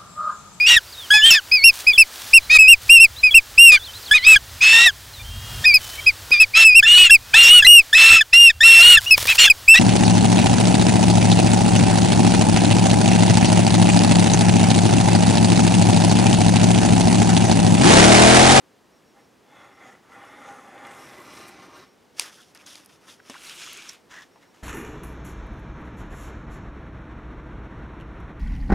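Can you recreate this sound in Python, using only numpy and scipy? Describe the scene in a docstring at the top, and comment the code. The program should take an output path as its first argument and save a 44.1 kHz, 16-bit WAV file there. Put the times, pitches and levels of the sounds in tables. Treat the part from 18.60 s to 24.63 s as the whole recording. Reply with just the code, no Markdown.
"""Knife, ruler and foil tape on a cutting mat

A small room, with the work under the microphone. A craft knife is drawn along a plastic ruler through
foil tape: random slips ring the mat, table and blade. The ruler comes unstuck with a sharp snap, a struck
set of resonances, and is slid aside as filtered friction. The knife tip knocks on the mat, and the cut strip
is peeled up in pops and crackle and pushed away. Room hum and a faint pulsing sine whine lie underneath."""
import sys
import numpy as np
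from scipy import signal
from scipy.fft import rfft, irfft, next_fast_len
from scipy.io import wavfile
from scipy.ndimage import uniform_filter1d, map_coordinates

SR = 44100
rng = np.random.default_rng(int(sys.argv[2]) if len(sys.argv) > 2 else 0)


def int16_out(signal):
    """Quantize to a 16-bit WAV file."""
    q = np.round(np.clip(np.atleast_2d(signal).T, -1, 1) * 32767)
    wavfile.write(sys.argv[1], SR, q.astype(np.int16))


N = 265790  # length in samples

# Columns are named with their units. Levels are relative where a function trims or normalises them.
# The long knife stroke: [time_s, drag_on_mat_db, scrape_on_ruler_edge_db]
STROKE = [(1.42, -77, -78), (1.428, -62, -75), (1.48, -57, -74), (1.522, -49.5, -63), (1.788, -47.5, -62.5),
          (1.9, -45, -58), (2.028, -48.5, -62), (2.225, -45.5, -62), (2.25, -44, -59),
          (2.376, -45.5, -56.5), (2.636, -48.5, -58), (2.778, -47, -49.5), (2.958, -50, -58.5),
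          (3.062, -49, -56), (3.115, -60, -81)]
# Short tugs before and after it: [middle_s, length_s, drag_on_mat_db, scrape_on_ruler_edge_db]
TUGS = [(0.588, 0.063, -57.5, -68), (1.006, 0.18, -50, -66), (1.12, 0.037, -60, -89),
        (1.274, 0.16, -47.5, -63), (3.179, 0.14, -49.5, -56.5)]
# The blade's way down the ruler: [time_s, position (0 far end to 1 near end)]
TRAVEL = [(1.6, 0.3), (2.2, 0.22), (2.45, 0.77), (2.9, 0.96)]
# The blade runs freely through the foil until it leaves the tape: start_s, length_s, level_db
SLICE = (2.24, 0.656, -61)
# Resonances of the mat at the far and near end, and of the blade: [pitch_hz, width_hz, level_db]
MAT_FAR_MODES = [(263, 71, 0), (522, 91, -1), (804, 55, 6.5), (1074, 63, -4), (1195, 65, 1),
                 (1335, 44, 3.5), (1449, 49, 1.5), (1554, 40, -12), (1754, 68, -2), (1857, 107, 0),
                 (2058, 134, -0.5), (2304, 92, -10), (2556, 63, -7), (2830, 130, -20), (3450, 300, -12.5)]
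MAT_NEAR_MODES = [(115, 13, 0), (345, 130, -5), (617, 86, 0), (798, 84, 3.5), (962, 130, 1.5),
                  (1065, 73, 5), (1208, 45, 5.5), (1391, 91, 1), (1563, 35, 0.5), (1784, 76, -1.5),
                  (2047, 113, 0), (2330, 120, -6.5), (2838, 56, -8.5), (2930, 1600, -12)]
BLADE_MODES = [(6330, 1260, -1.5), (6750, 600, -2.5), (7700, 550, 0.5), (9900, 1500, -3.5)]
# Spectra of the mat drag, table rumble, ruler-edge scrape and parting foil: [frequency_hz, level_db]
DRAG_SPECTRUM = [(150, -32.5), (260, -6.5), (600, 3.5), (1300, -4), (2200, -4.5), (2750, -14.5),
                 (3700, -27), (4500, -22), (8000, -70)]
RUMBLE_SPECTRUM = [(30, -46.5), (58, -11), (85, -19), (120, -7.5), (165, -8.5), (260, -5), (370, -2.5),
                   (550, -16.5), (900, -85)]
EDGE_SPECTRUM = [(1470, -31), (2400, 5.5), (3200, -8), (3990, -1.5), (4500, -3.5), (5000, 0), (5660, -3.5),
                 (6500, -8), (7330, -14.5), (8300, -20), (9600, -15.5), (10800, -26), (17600, -120)]
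PARTING_SPECTRUM = [(4500, -17), (6800, 2), (7400, -1), (8400, 2.5), (9700, -2), (10800, 0), (12100, -3.5),
                    (13300, -6.5), (14000, -11), (16000, -16)]
RUMBLE_FAR_DB, RUMBLE_NEAR_DB = -17, -5  # table rumble over the drag, at either end of the ruler
PARTING_DB = -10  # foil parting over the scrape
MAT_DRIFT, MAT_DRIFT_KNOTS_PER_S = 0.016, 9  # pitch wander as the pressure shifts (share of pitch)
HAND_FAR_S, HAND_NEAR_S, HAND_SHARE = 0.00062, 0.00051, 0.18  # echo lag at either end, and its gain
PATCH_DB, FOIL_PATCH_DB = 2.0, 1.3  # depth of the moving swells in the spectrum

# The ruler snaps free in two quick steps: [start_s, level_db]
SNAP = [(3.59665, -3.5), (3.597, -12)]
# Resonances of the plastic ruler: [pitch_hz, width_hz, level_db]
RULER_MODES = [(600, 500, -22), (1100, 500, -7), (2650, 520, 0.5), (3700, 500, -4), (4650, 480, 8.5),
               (6000, 560, 1), (8300, 520, 4), (9900, 770, 5)]
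# The snap's lean to the left: [frequency_hz, left_up_and_right_down_db]
LEAN = [(1000, -0.5), (5000, 0.5), (9000, .7)]
# Shoves of the ruler over the mat: [start_s, rise_s, length_s, rub_db, hiss_db]
SHOVES = [(3.637, .005, 0.053, -49, -49), (3.713, 0.016, 0.11, -64, -53), (3.869, .015, 0.023, -82, -64.5),
          (3.948, 0.0035, 0.0057, -49, -54.5), (3.989, 0.022, 0.028, -55, -59.5),
          (4.06, 0.0045, 0.099, -54, -48), (4.17, 0.011, 0.071, -58.5, -62.5),
          (4.287, 0.0065, 0.054, -59, -60), (4.402, 0.041, 0.071, -57.5, -61),
          (4.469, 0.024, 0.042, -53.5, -50.5), (4.61, 0.069, 0.31, -55, -58.5)]
# Spectra of the ruler's rub and hiss and of the bright noise around the snap: [frequency_hz, level_db]
RUB_SPECTRUM = [(180, -26), (300, 5.5), (396, -20), (565, -3.5), (776, -3.5), (1310, 1.5), (3200, -5.5),
                (4160, -45), (7040, -120)]
HISS_SPECTRUM = [(1470, -53), (2500, -5), (3570, 0.5), (4020, -6), (5070, 0), (5970, -0.5), (7590, -9),
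                 (10400, -6.5), (11700, -13.5), (13300, -16), (16000, -28)]
BRIGHT_SPECTRUM = [(180, -27), (300, -7), (870, -6.5), (1460, -3), (2650, -1), (4370, -3.5), (5500, 0.5),
                   (8790, -9), (10600, -8.5), (13500, -20), (16000, -22)]
SHOVE_SAG_DB_PER_S, SHOVE_RELEASE_S = 21, 0.033
# Bright noise rises fast into the snap and fades after it
BRIGHT_DB, BRIGHT_RISE_DB_PER_S, BRIGHT_FALL_DB_PER_S = -33.5, 690, 250
BRIGHT_LEAD_DB = -1.5  # end of the rise, against the start of the fade

# The strip peels off in two pulls, then comes free: [time_s, crackle_db, sizzle_db]
PEEL = [(4.66, -64, -77), (4.71, -48, -62), (4.785, -51.5, -63), (4.836, -45.5, -51.5), (4.906, -42, -52.5),
        (4.958, -46, -55), (5.01, -40.5, -53), (5.09, -44, -55.5), (5.22, -45, -59.5), (5.275, -47.5, -60),
        (5.316, -49, -59), (5.35, -50.5, -63), (5.385, -65, -78), (5.42, -72, -81)]
# Later nudges of the strip: [start_s, length_s, level_db]
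NUDGES = [(5.488, .14, -46), (5.802, 0.024, -56.5), (5.924, 0.12, -60.5)]
# Spectra of the foil's crackle, sizzle and skid: [frequency_hz, level_db]
FOIL_SPECTRUM = [(240, -42), (330, -7), (450, -17), (630, -15.5), (820, -11.5), (1400, -3), (1900, -8),
                 (2350, -1), (3300, -2.5), (3900, -5.5), (4500, -10), (5200, -6.5), (6000, -8), (6700, -6),
                 (7500, -11.5), (9000, -15), (11700, -46), (16000, -90)]
SIZZLE_SPECTRUM = [(4120, -9.5), (7000, -11), (7740, -0.5), (9400, 0.5), (10400, 1.5), (11200, -3.5),
                   (13000, -7), (15000, -11), (16000, -14)]
SKID_SPECTRUM = [(530, -22), (900, -12.5), (1070, -8.5), (1480, -12.5), (1740, -10), (2450, -15),
                 (3030, -13.5), (4000, -17.5), (4500, -23), (5000, -17), (6820, -19), (8000, -26.5),
                 (15000, -39)]
NUDGE_RISE_S, NUDGE_SAG_DB_PER_S, NUDGE_RELEASE_S = 0.03, 33, 0.025
# Creases pop as the foil flexes, and finer wrinkles tick in the sizzle; OCTAVES is the spread either way
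CREASES_PER_S, CREASE_HZ, CREASE_OCTAVES, CREASE_T60_S, CREASE_DB = 600, 3300, 1.1, 0.019, -6.5
WRINKLES_PER_S, WRINKLE_HZ, WRINKLE_OCTAVES, WRINKLE_T60_S, WRINKLE_DB = 900, 10000, 0.6, 0.004, -3

# Foil strip and ruler gripping the mat, one table for each squeak: [time_s, pitch_hz, level_db]
SQUEAKS = [
    [(4.739, 1800, -60), (4.742, 1557, -44), (4.747, 1273, -45.5), (4.753, 1220, -42.5),
     (4.761, 1280, -45.5), (4.767, 1500, -45), (4.773, 1600, -62)],
    [(5.505, 1650, -64), (5.528, 1770, -50), (5.558, 1740, -49), (5.572, 1760, -45.5), (5.592, 1800, -46.5),
     (5.648, 1720, -63)],
    [(5.754, 820, -66), (5.758, 850, -54), (5.772, 890, -58), (5.792, 800, -66)],
]
# Roughness of each squeak: jitter (share of its pitch)
SQUEAK_JITTERS = [.25, .075, .17]
SQUEAK_KNOTS_PER_S, SQUEAK_FLUTTER_DB, SQUEAK_OCTAVE_DB = 520, 2.5, -16
# Short swells of band noise, each around one pitch: [middle_s, length_s, pitch_hz, width_hz, level_db]
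BAND_SWELLS = [(0.995, 0.15, 3420, 220, -64.5), (1.259, .1, 3410, 220, -69), (1.275, .08, 6650, 900, -66.5),
               (1.6, .12, 3420, 240, -67), (1.88, 0.058, 6400, 800, -64), (1.95, 0.092, 9600, 600, -72),
               (2.31, .06, 8200, 900, -64), (2.438, 0.062, 5500, 900, -60), (2.599, .16, 12200, 900, -69),
               (2.82, 0.089, 9600, 900, -68), (3.173, 0.047, 8600, 700, -73), (3.18, .06, 13600, 1090, -71),
               (3.643, 0.012, 1550, 750, -45), (3.692, 0.032, 1600, 400, -56),
               (3.798, 0.034, 1480, 650, -55), (3.811, 0.013, 3500, 500, -56),
               (3.832, 0.0083, 3200, 600, -54), (3.957, 0.0031, 1830, 900, -49),
               (4.004, 0.026, 2450, 600, -57.5), (4.066, .009, 6000, 1500, -54),
               (4.101, .05, 3500, 750, -52.5), (4.152, 0.011, 3100, 1500, -50),
               (4.313, .025, 2600, 500, -65), (4.498, 0.022, 3500, 700, -52),
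               (4.602, 0.004, 1670, 600, -49.5), (4.753, 0.006, 2100, 1000, -46),
               (4.913, 0.023, 2900, 1200, -47), (5.035, .02, 2480, 700, -50), (5.197, .04, 2330, 500, -49),
               (5.076, 0.0088, 1400, 700, -46.5), (5.098, .005, 2900, 900, -41.5),
               (5.295, 0.025, 5670, 1200, -46), (5.573, 0.059, 1800, 450, -53),
               (5.632, 0.013, 3360, 1210, -54.5), (5.832, 0.044, 1820, 500, -62.5)]
# Small ticks of foil and ruler: [start_s, level_db, ring_hz]
TICKS = [(2.269, -35, 7600), (2.3106, -41, 6700), (2.736, -42, 11000), (2.882, -35.5, 10000),
         (2.886, -45, 4820), (3.58, -38, 5700), (3.599, -18, 6400), (3.6072, -21, 5300),
         (3.6132, -26, 2100), (3.64, -28, 5800), (3.9485, -32.5, 4700), (3.949, -35.5, 10700),
         (3.974, -34.5, 5270), (4.0636, -32, 6430), (4.1553, -27.5, 4630), (4.248, -40, 10500),
         (4.26, -31.5, 10800), (4.2597, -39, 5540), (4.84, -36, 3300), (4.896, -23, 5020),
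         (5.1316, -24, 10700), (5.173, -25, 7200), (5.222, -28.5, 2880), (5.291, -24, 5400),
         (5.2942, -20, 5460), (5.333, -39, 11300)]
TICK_REACH_HZ = 5000  # how far above its ring a tick still sounds
TICK_SNAP_HZ, TICK_SNAP_DB = 10000, -17  # bright edge of a tick against its ring, before softening
# The blade catches or knocks on the mat: [start_s, level_db]
KNOCKS = [(1.861, -36), (1.88, -31.5), (1.888, -27), (2.178, -29), (2.187, -37), (2.251, -23), (2.27, -26),
          (2.312, -27), (2.336, -33), (2.893, -34), (3.954, -39), (4.155, -32), (4.595, -39), (5.758, -39)]
# The knife tip lands, thumps the table and bounces: [start_s, thump_db, click_db]
LANDING = [(4.6985, -25, -30), (4.7029, -34, -45), (4.7073, -31.5, -53), (4.7177, -36, -55)]
# Resonances of the table under the knife tip: [pitch_hz, width_hz, level_db]
TABLE_MODES = [(276, 65, 2.5), (390, 90, -4), (580, 70, -2), (746, 92, -9), (1010, 83, -6.5),
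               (1750, 140, -10), (2140, 120, -18), (2900, 77, -4), (3500, 240, -25)]

# How long the walls ring: [frequency_hz, t60_s]
WALLS = [(150, 0.98), (1000, 0.069), (5000, 0.32), (14000, 0.21)]
# Left-right likeness of diffuse sound: [frequency_hz, correlation (0 to 1)]
ALIKE = [(30, 0.56), (120, 0.83), (400, 0.62), (1000, 0.7), (3000, 0.98), (6000, 0.99), (12000, 1)]
# Spectrum of the room hum: [frequency_hz, level_db]
HUM_SPECTRUM = [(15, -52.5), (25, -35.5), (49, -13.5), (84, -8.5), (123, -5.5), (190, -2.5), (223, -2),
                (249, -0.5), (516, -3), (607, -6.5), (840, -8), (3520, -19.5), (5570, -22), (6560, -23.5),
                (16000, -34)]
# The whine sounds in short runs: [start_s, length_s]
WHINE_RUNS = [(0.32, .38), (0.991, .36), (1.665, .1), (3.135, .22), (4.582, .1), (5.718, .23)]
WHINE_PERIOD_S, WHINE_PULSE_S, WHINE_DB = 0.135, 0.07, -73
TOP_HZ = 15700  # band limit


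def amp(db):
    """Decibels to gain."""
    return 10 ** (np.asarray(db) / 20)


def unit(x):
    """Scale to rms 1."""
    return x / np.sqrt(np.mean(x ** 2) + 1e-20)


def crest(x):
    """Scale to peak 1."""
    return x / np.abs(x).max()


def along(points, hz):
    """Read (frequency, value) points on a log frequency axis."""
    f, v = np.transpose(points)
    return np.interp(np.log(hz + 1), np.log(f + 1), v)


def gains(rows):
    """One gain per sample for each dB column, at -120 dB outside the rows."""
    s, *cols = np.transpose(rows)
    return [amp(np.interp(np.arange(N) / SR, s, c, left=-120, right=-120)) for c in cols]


def wobble(rate):
    """A smooth random curve, rate knots a second."""
    knots = rng.standard_normal(int(N * rate / SR) + 4)
    return map_coordinates(knots, [np.arange(N) * rate / SR])


def swell(s, length):
    """A smooth rise and fall around time s."""
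    return np.exp(-np.pi * ((np.arange(N) / SR - s) / length) ** 2)


def push(s, rise, length, sag_db_per_s, release):
    """One movement of the hand: it rises, sags while it lasts, then dies away."""
    t = np.maximum(np.arange(N) / SR - s, 0)
    sag = amp(-sag_db_per_s * np.minimum(t, length))
    return np.minimum(t / rise, 1) * sag * np.exp(-np.maximum(t - length, 0) / release)


def filtered(x, response):
    """Multiply the spectrum of x by a response of frequency, real or complex."""
    n = x.shape[-1]
    m = next_fast_len(n + 8192)
    return irfft(rfft(x, m) * response(np.fft.rfftfreq(m, 1 / SR)), m)[..., :n]


def coloured(x, spectrum):
    """Shape x by the given spectrum, at rms 1."""
    return unit(filtered(x, lambda hz: amp(along(spectrum, hz))))


def rung(x, modes, soft_hz=11500, order=1):
    """Play x through resonances (order 2: steeper skirts), then soften the top."""
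    def body(f):
        return sum(amp(db) * (1j * f * w / (c * c - f * f + 1j * f * w)) ** order for c, w, db in modes)
    soft = signal.butter(4, soft_hz, fs=SR, output="sos")
    return signal.sosfilt(soft, filtered(x, body))


def add(track, s, sound):
    """Mix a sound into the track at time s."""
    part = track[round(s * SR):][:len(sound)]
    part += sound[:len(part)]


def burst(t60):
    """A quickly dying puff of contact noise."""
    t = np.arange(SR // 8) / SR
    return rng.standard_normal(len(t)) * amp(-60 * t / t60)


def slips(rate, scatter_db, clump_db, clump_rate):
    """Friction: tiny slips at random times and of random size, their level swelling in clumps."""
    hits = rng.random(N) < rate / SR
    size = rng.standard_normal(N) * amp(scatter_db * np.clip(rng.standard_normal(N), -2, 2))
    return unit(hits * size * amp(clump_db * wobble(clump_rate)))


def shifting(x, depth_db, size=5):
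    """Bands swell and fade as the contact point moves; the result has rms 1."""
    z = signal.stft(x, nperseg=512)[2]
    field = uniform_filter1d(rng.standard_normal(z.shape), size=size, axis=0)  # smooth over frequency
    field = uniform_filter1d(field, size=24, axis=1)  # and over time
    return unit(signal.istft(z * amp(depth_db * unit(field)), nperseg=512)[1][:N])


def drifting(x):
    """The pitch of a ringing body wanders slightly, by an uneven reading clock."""
    clock = np.cumsum(1 + MAT_DRIFT * wobble(MAT_DRIFT_KNOTS_PER_S))
    return unit(map_coordinates(x, [clock], mode="reflect"))


def creases(rate, centre_hz, octaves, t60, scatter_db):
    """Small folds pop at random as dying sines, each with its own pitch and size; rms 1."""
    out, t = np.zeros(N), np.arange(SR // 48) / SR
    for when, pitch, size in rng.random((int(rate * N / SR), 3)):
        hz = centre_hz * 2 ** (octaves * (2 * pitch - 1))
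        add(out, when * N / SR, amp(scatter_db * size ** 2 - 60 * t / t60) * np.sin(2 * np.pi * hz * t))
    return unit(out)


def spread(pair):
    """Two unrelated signals become left and right of a diffuse field."""
    def mix(hz):
        turn = np.arccos(np.clip(along(ALIKE, hz), -1, 1)) / 2
        return np.array([np.cos(turn), np.sin(turn)])
    mid, side = filtered(pair, mix)
    return np.array([mid + side, mid - side])


def knife():
    """The blade ploughs the mat and rings it, shakes the table, scrapes the ruler and parts the foil."""
    drag, edge = gains(STROKE)
    for s, length, drag_db, edge_db in TUGS:
        drag = drag + amp(drag_db) * swell(s, length)
        edge = edge + amp(edge_db) * swell(s, length)
    travel = np.clip(np.interp(np.arange(N) / SR, *np.transpose(TRAVEL)), 0, 1)
    far, near = np.sqrt(1 - travel), np.sqrt(travel)
    rumble = drag * amp(RUMBLE_FAR_DB + (RUMBLE_NEAR_DB - RUMBLE_FAR_DB) * travel)
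    s, length, db = SLICE
    free_run = amp(db) * push(s, rise=0.15, length=length, sag_db_per_s=0.5, release=0.0069)
    parting = np.hypot(amp(PARTING_DB) * edge, free_run)

    # other resonances answer as the blade moves along the mat
    plough = slips(rate=5000, scatter_db=1.5, clump_db=1.0, clump_rate=76)
    ring = far * unit(rung(plough, MAT_FAR_MODES, soft_hz=4160, order=2))
    plough = slips(rate=5500, scatter_db=3.0, clump_db=1.0, clump_rate=70)
    ring += near * unit(rung(plough, MAT_NEAR_MODES, soft_hz=4160, order=2))
    rasp = coloured(slips(rate=5000, scatter_db=5.5, clump_db=1.0, clump_rate=81), DRAG_SPECTRUM)
    body = unit(shifting(drifting(ring), depth_db=2.0, size=3) + amp(-7) * rasp)
    table = coloured(slips(rate=2600, scatter_db=1.5, clump_db=1.0, clump_rate=35), RUMBLE_SPECTRUM)

    # at the far end the blade rings, at the near end the ruler's edge is heard
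    grit = slips(rate=5500, scatter_db=0.0, clump_db=1.1, clump_rate=66)
    blade = amp(-3.5) * far * unit(rung(grit, BLADE_MODES, order=2))
    scrape = shifting(blade + near * coloured(grit, EDGE_SPECTRUM), depth_db=PATCH_DB, size=4)
    tear = coloured(slips(rate=6400, scatter_db=0.0, clump_db=1.8, clump_rate=47), PARTING_SPECTRUM)
    tear = shifting(tear, depth_db=PATCH_DB, size=4)
    treble = off_hand(amp(-1) * edge * scrape + parting * tear, travel)
    return amp(0.12) * drag * body + rumble * table + treble


def off_hand(x, travel):
    """A close echo off the moving hand combs the scrape with gliding ridges."""
    lag = HAND_FAR_S + (HAND_NEAR_S - HAND_FAR_S) * travel
    return x + HAND_SHARE * map_coordinates(x, [np.arange(N) - lag * SR])


def snap():
    """Two quick blows ring the plastic ruler, each with a brief noisy rattle against the mat."""
    out = np.zeros(N)
    click = crest(rung(signal.unit_impulse(SR // 8), RULER_MODES, soft_hz=11000))
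    rattle = crest(rung(burst(t60=0.012), RULER_MODES, soft_hz=9000))
    for s, db in SNAP:
        add(out, s, amp(db) * (click + amp(-19) * rattle))
    return out


def ruler():
    """Bright noise rises fast into the snap and fades after it; the ruler rubs and hisses over the mat."""
    rub, hiss = np.zeros((2, N))
    for s, rise, length, rub_db, hiss_db in SHOVES:
        shove = push(s, rise, length, SHOVE_SAG_DB_PER_S, SHOVE_RELEASE_S)
        rub = rub + amp(rub_db) * shove
        hiss = hiss + amp(hiss_db) * shove
    t = np.arange(N) / SR - SNAP[0][0]  # time from the snap
    course_db = np.where(t < 0, BRIGHT_LEAD_DB + BRIGHT_RISE_DB_PER_S * t, -BRIGHT_FALL_DB_PER_S * t)
    bright = amp(BRIGHT_DB + course_db)
    rubbing = coloured(slips(rate=4000, scatter_db=0.0, clump_db=1.8, clump_rate=85), RUB_SPECTRUM)
    hissing = coloured(slips(rate=10000, scatter_db=1.5, clump_db=1.4, clump_rate=46), HISS_SPECTRUM)
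    noise = coloured(slips(rate=17000, scatter_db=-0.5, clump_db=2.5, clump_rate=210), BRIGHT_SPECTRUM)
    return amp(-1.5) * rub * rubbing + hiss * shifting(hissing, depth_db=0.5) + bright * noise


def foil():
    """The strip crackles and its creases pop as it lifts, and it skids when it is pushed on."""
    crackle, sizzle = gains(PEEL)
    nudge = np.zeros(N)
    for s, length, db in NUDGES:
        nudge += amp(db) * push(s, NUDGE_RISE_S, length, NUDGE_SAG_DB_PER_S, NUDGE_RELEASE_S)
    crinkle = coloured(slips(rate=8200, scatter_db=0.0, clump_db=0.94, clump_rate=99), FOIL_SPECTRUM)
    fizz = coloured(slips(rate=6400, scatter_db=-0.5, clump_db=1.0, clump_rate=90), SIZZLE_SPECTRUM)
    skid = coloured(slips(rate=9400, scatter_db=2.0, clump_db=2.0, clump_rate=210), SKID_SPECTRUM)
    pops = creases(CREASES_PER_S, CREASE_HZ, CREASE_OCTAVES, CREASE_T60_S, scatter_db=11)
    wrinkles = creases(WRINKLES_PER_S, WRINKLE_HZ, WRINKLE_OCTAVES, WRINKLE_T60_S, scatter_db=6)
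    wrinkles = coloured(wrinkles, SIZZLE_SPECTRUM)
    rustle = unit(shifting(crinkle, depth_db=FOIL_PATCH_DB) + amp(CREASE_DB) * pops)
    glitter = unit(shifting(fizz, depth_db=FOIL_PATCH_DB) + amp(WRINKLE_DB) * wrinkles)
    return crackle * rustle + sizzle * glitter + nudge * skid


def squeaks():
    """An edge grips the mat: a tone and its octave glide with the push at an unsteady rate."""
    out, t = np.zeros(N), np.arange(N) / SR
    for rows, jitter in zip(SQUEAKS, SQUEAK_JITTERS):
        s, hz, db = np.transpose(rows)
        rate = np.interp(t, s, hz) * (1 + jitter * wobble(SQUEAK_KNOTS_PER_S))
        phase = 2 * np.pi * np.cumsum(rate) / SR
        flutter = SQUEAK_FLUTTER_DB * wobble(SQUEAK_KNOTS_PER_S)
        level = amp(np.interp(t, s, db, left=-120, right=-120) + flutter)
        out += level * unit(np.sin(phase) + amp(SQUEAK_OCTAVE_DB) * np.sin(2 * phase))
    return out


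def band_swells():
    """Short swells of band noise, each around one pitch: noise through a single broad resonance."""
    out, t = np.zeros(N), np.arange(SR // 2) / SR
    middle = t.mean()
    for s, length, hz, width_hz, db in BAND_SWELLS:
        shape = np.exp(-2 * ((t - middle) / length) ** 2)
        band = unit(rung(rng.standard_normal(len(t)), [(hz, width_hz, 0)], order=2))
        add(out, s - middle, amp(db) * shape * band)
    return out


def contacts(tick_width_hz=1100):
    """Contact bursts ring as foil and ruler ticks, blade catches, and the knife tip landing."""
    out = np.zeros(N)
    for s, db, hz in TICKS:
        modes = [(hz, tick_width_hz, 0), (TICK_SNAP_HZ, 3000, TICK_SNAP_DB)]
        tick = crest(rung(burst(t60=0.0093), modes, soft_hz=min(hz + TICK_REACH_HZ, 14000)))
        add(out, s, amp(db - 5.5) * tick)
    for s, db in KNOCKS:
        knock = crest(rung(burst(t60=0.016), MAT_FAR_MODES, soft_hz=3800))
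        add(out, s, amp(db - 10.5) * knock)
    for s, thump_db, click_db in LANDING:
        thump = crest(rung(signal.unit_impulse(SR // 8), TABLE_MODES, soft_hz=3270))
        click = crest(rung(burst(t60=0.014), [(6050, 420, 7), (8150, 680, 0)]))
        add(out, s, amp(thump_db) * thump)
        add(out, s, amp(click_db) * click)
    return out


def room(x):
    """The walls answer with a diffuse noise tail, each frequency dying at its own speed."""
    hz, t, z = signal.stft(rng.standard_normal((2, SR // 2)), SR, nperseg=256)
    decay = amp(-60 * t / along(WALLS, hz)[:, None])
    tail = spread(signal.istft(z * decay, SR, nperseg=256)[1])
    late = np.pad(x, (130, 0))[None]  # the walls answer 130 samples later
    return signal.fftconvolve(late, tail / np.linalg.norm(tail[0]), axes=1)[:, :N]


def background(whine_hz=5561):
    """Steady diffuse hum of shaped noise, and a thin, evenly pulsing sine whine that comes and goes."""
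    hum = unit(spread(coloured(rng.standard_normal((2, N)), HUM_SPECTRUM)))
    t = np.arange(N) / SR
    on = np.zeros(N)
    for s, length in WHINE_RUNS:
        on += (t > s) * (t < s + length) * ((t - s) % WHINE_PERIOD_S < WHINE_PULSE_S)
    pulses = uniform_filter1d(on, size=300)  # soft edges
    whine = pulses * np.sqrt(2) * np.sin(2 * np.pi * whine_hz * t)
    return amp(-58.0) * hum + amp(WHINE_DB) * whine


def scene():
    """Everything happens under the microphone; the snap's treble comes from slightly left."""
    work = knife() + ruler() + foil() + band_swells() + squeaks() + contacts()
    crack = snap()
    placed = filtered(crack, lambda hz: amp(np.outer([1, -1], along(LEAN, hz))))
    return work + placed + amp(-25.0) * room(work + crack) + background()


def record(dry):
    """The recorder cuts off very steeply above its band limit."""
    return filtered(dry, lambda hz: 1 / np.sqrt(1 + (hz / TOP_HZ) ** 120))


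dry = scene()
out = record(dry)
int16_out(out)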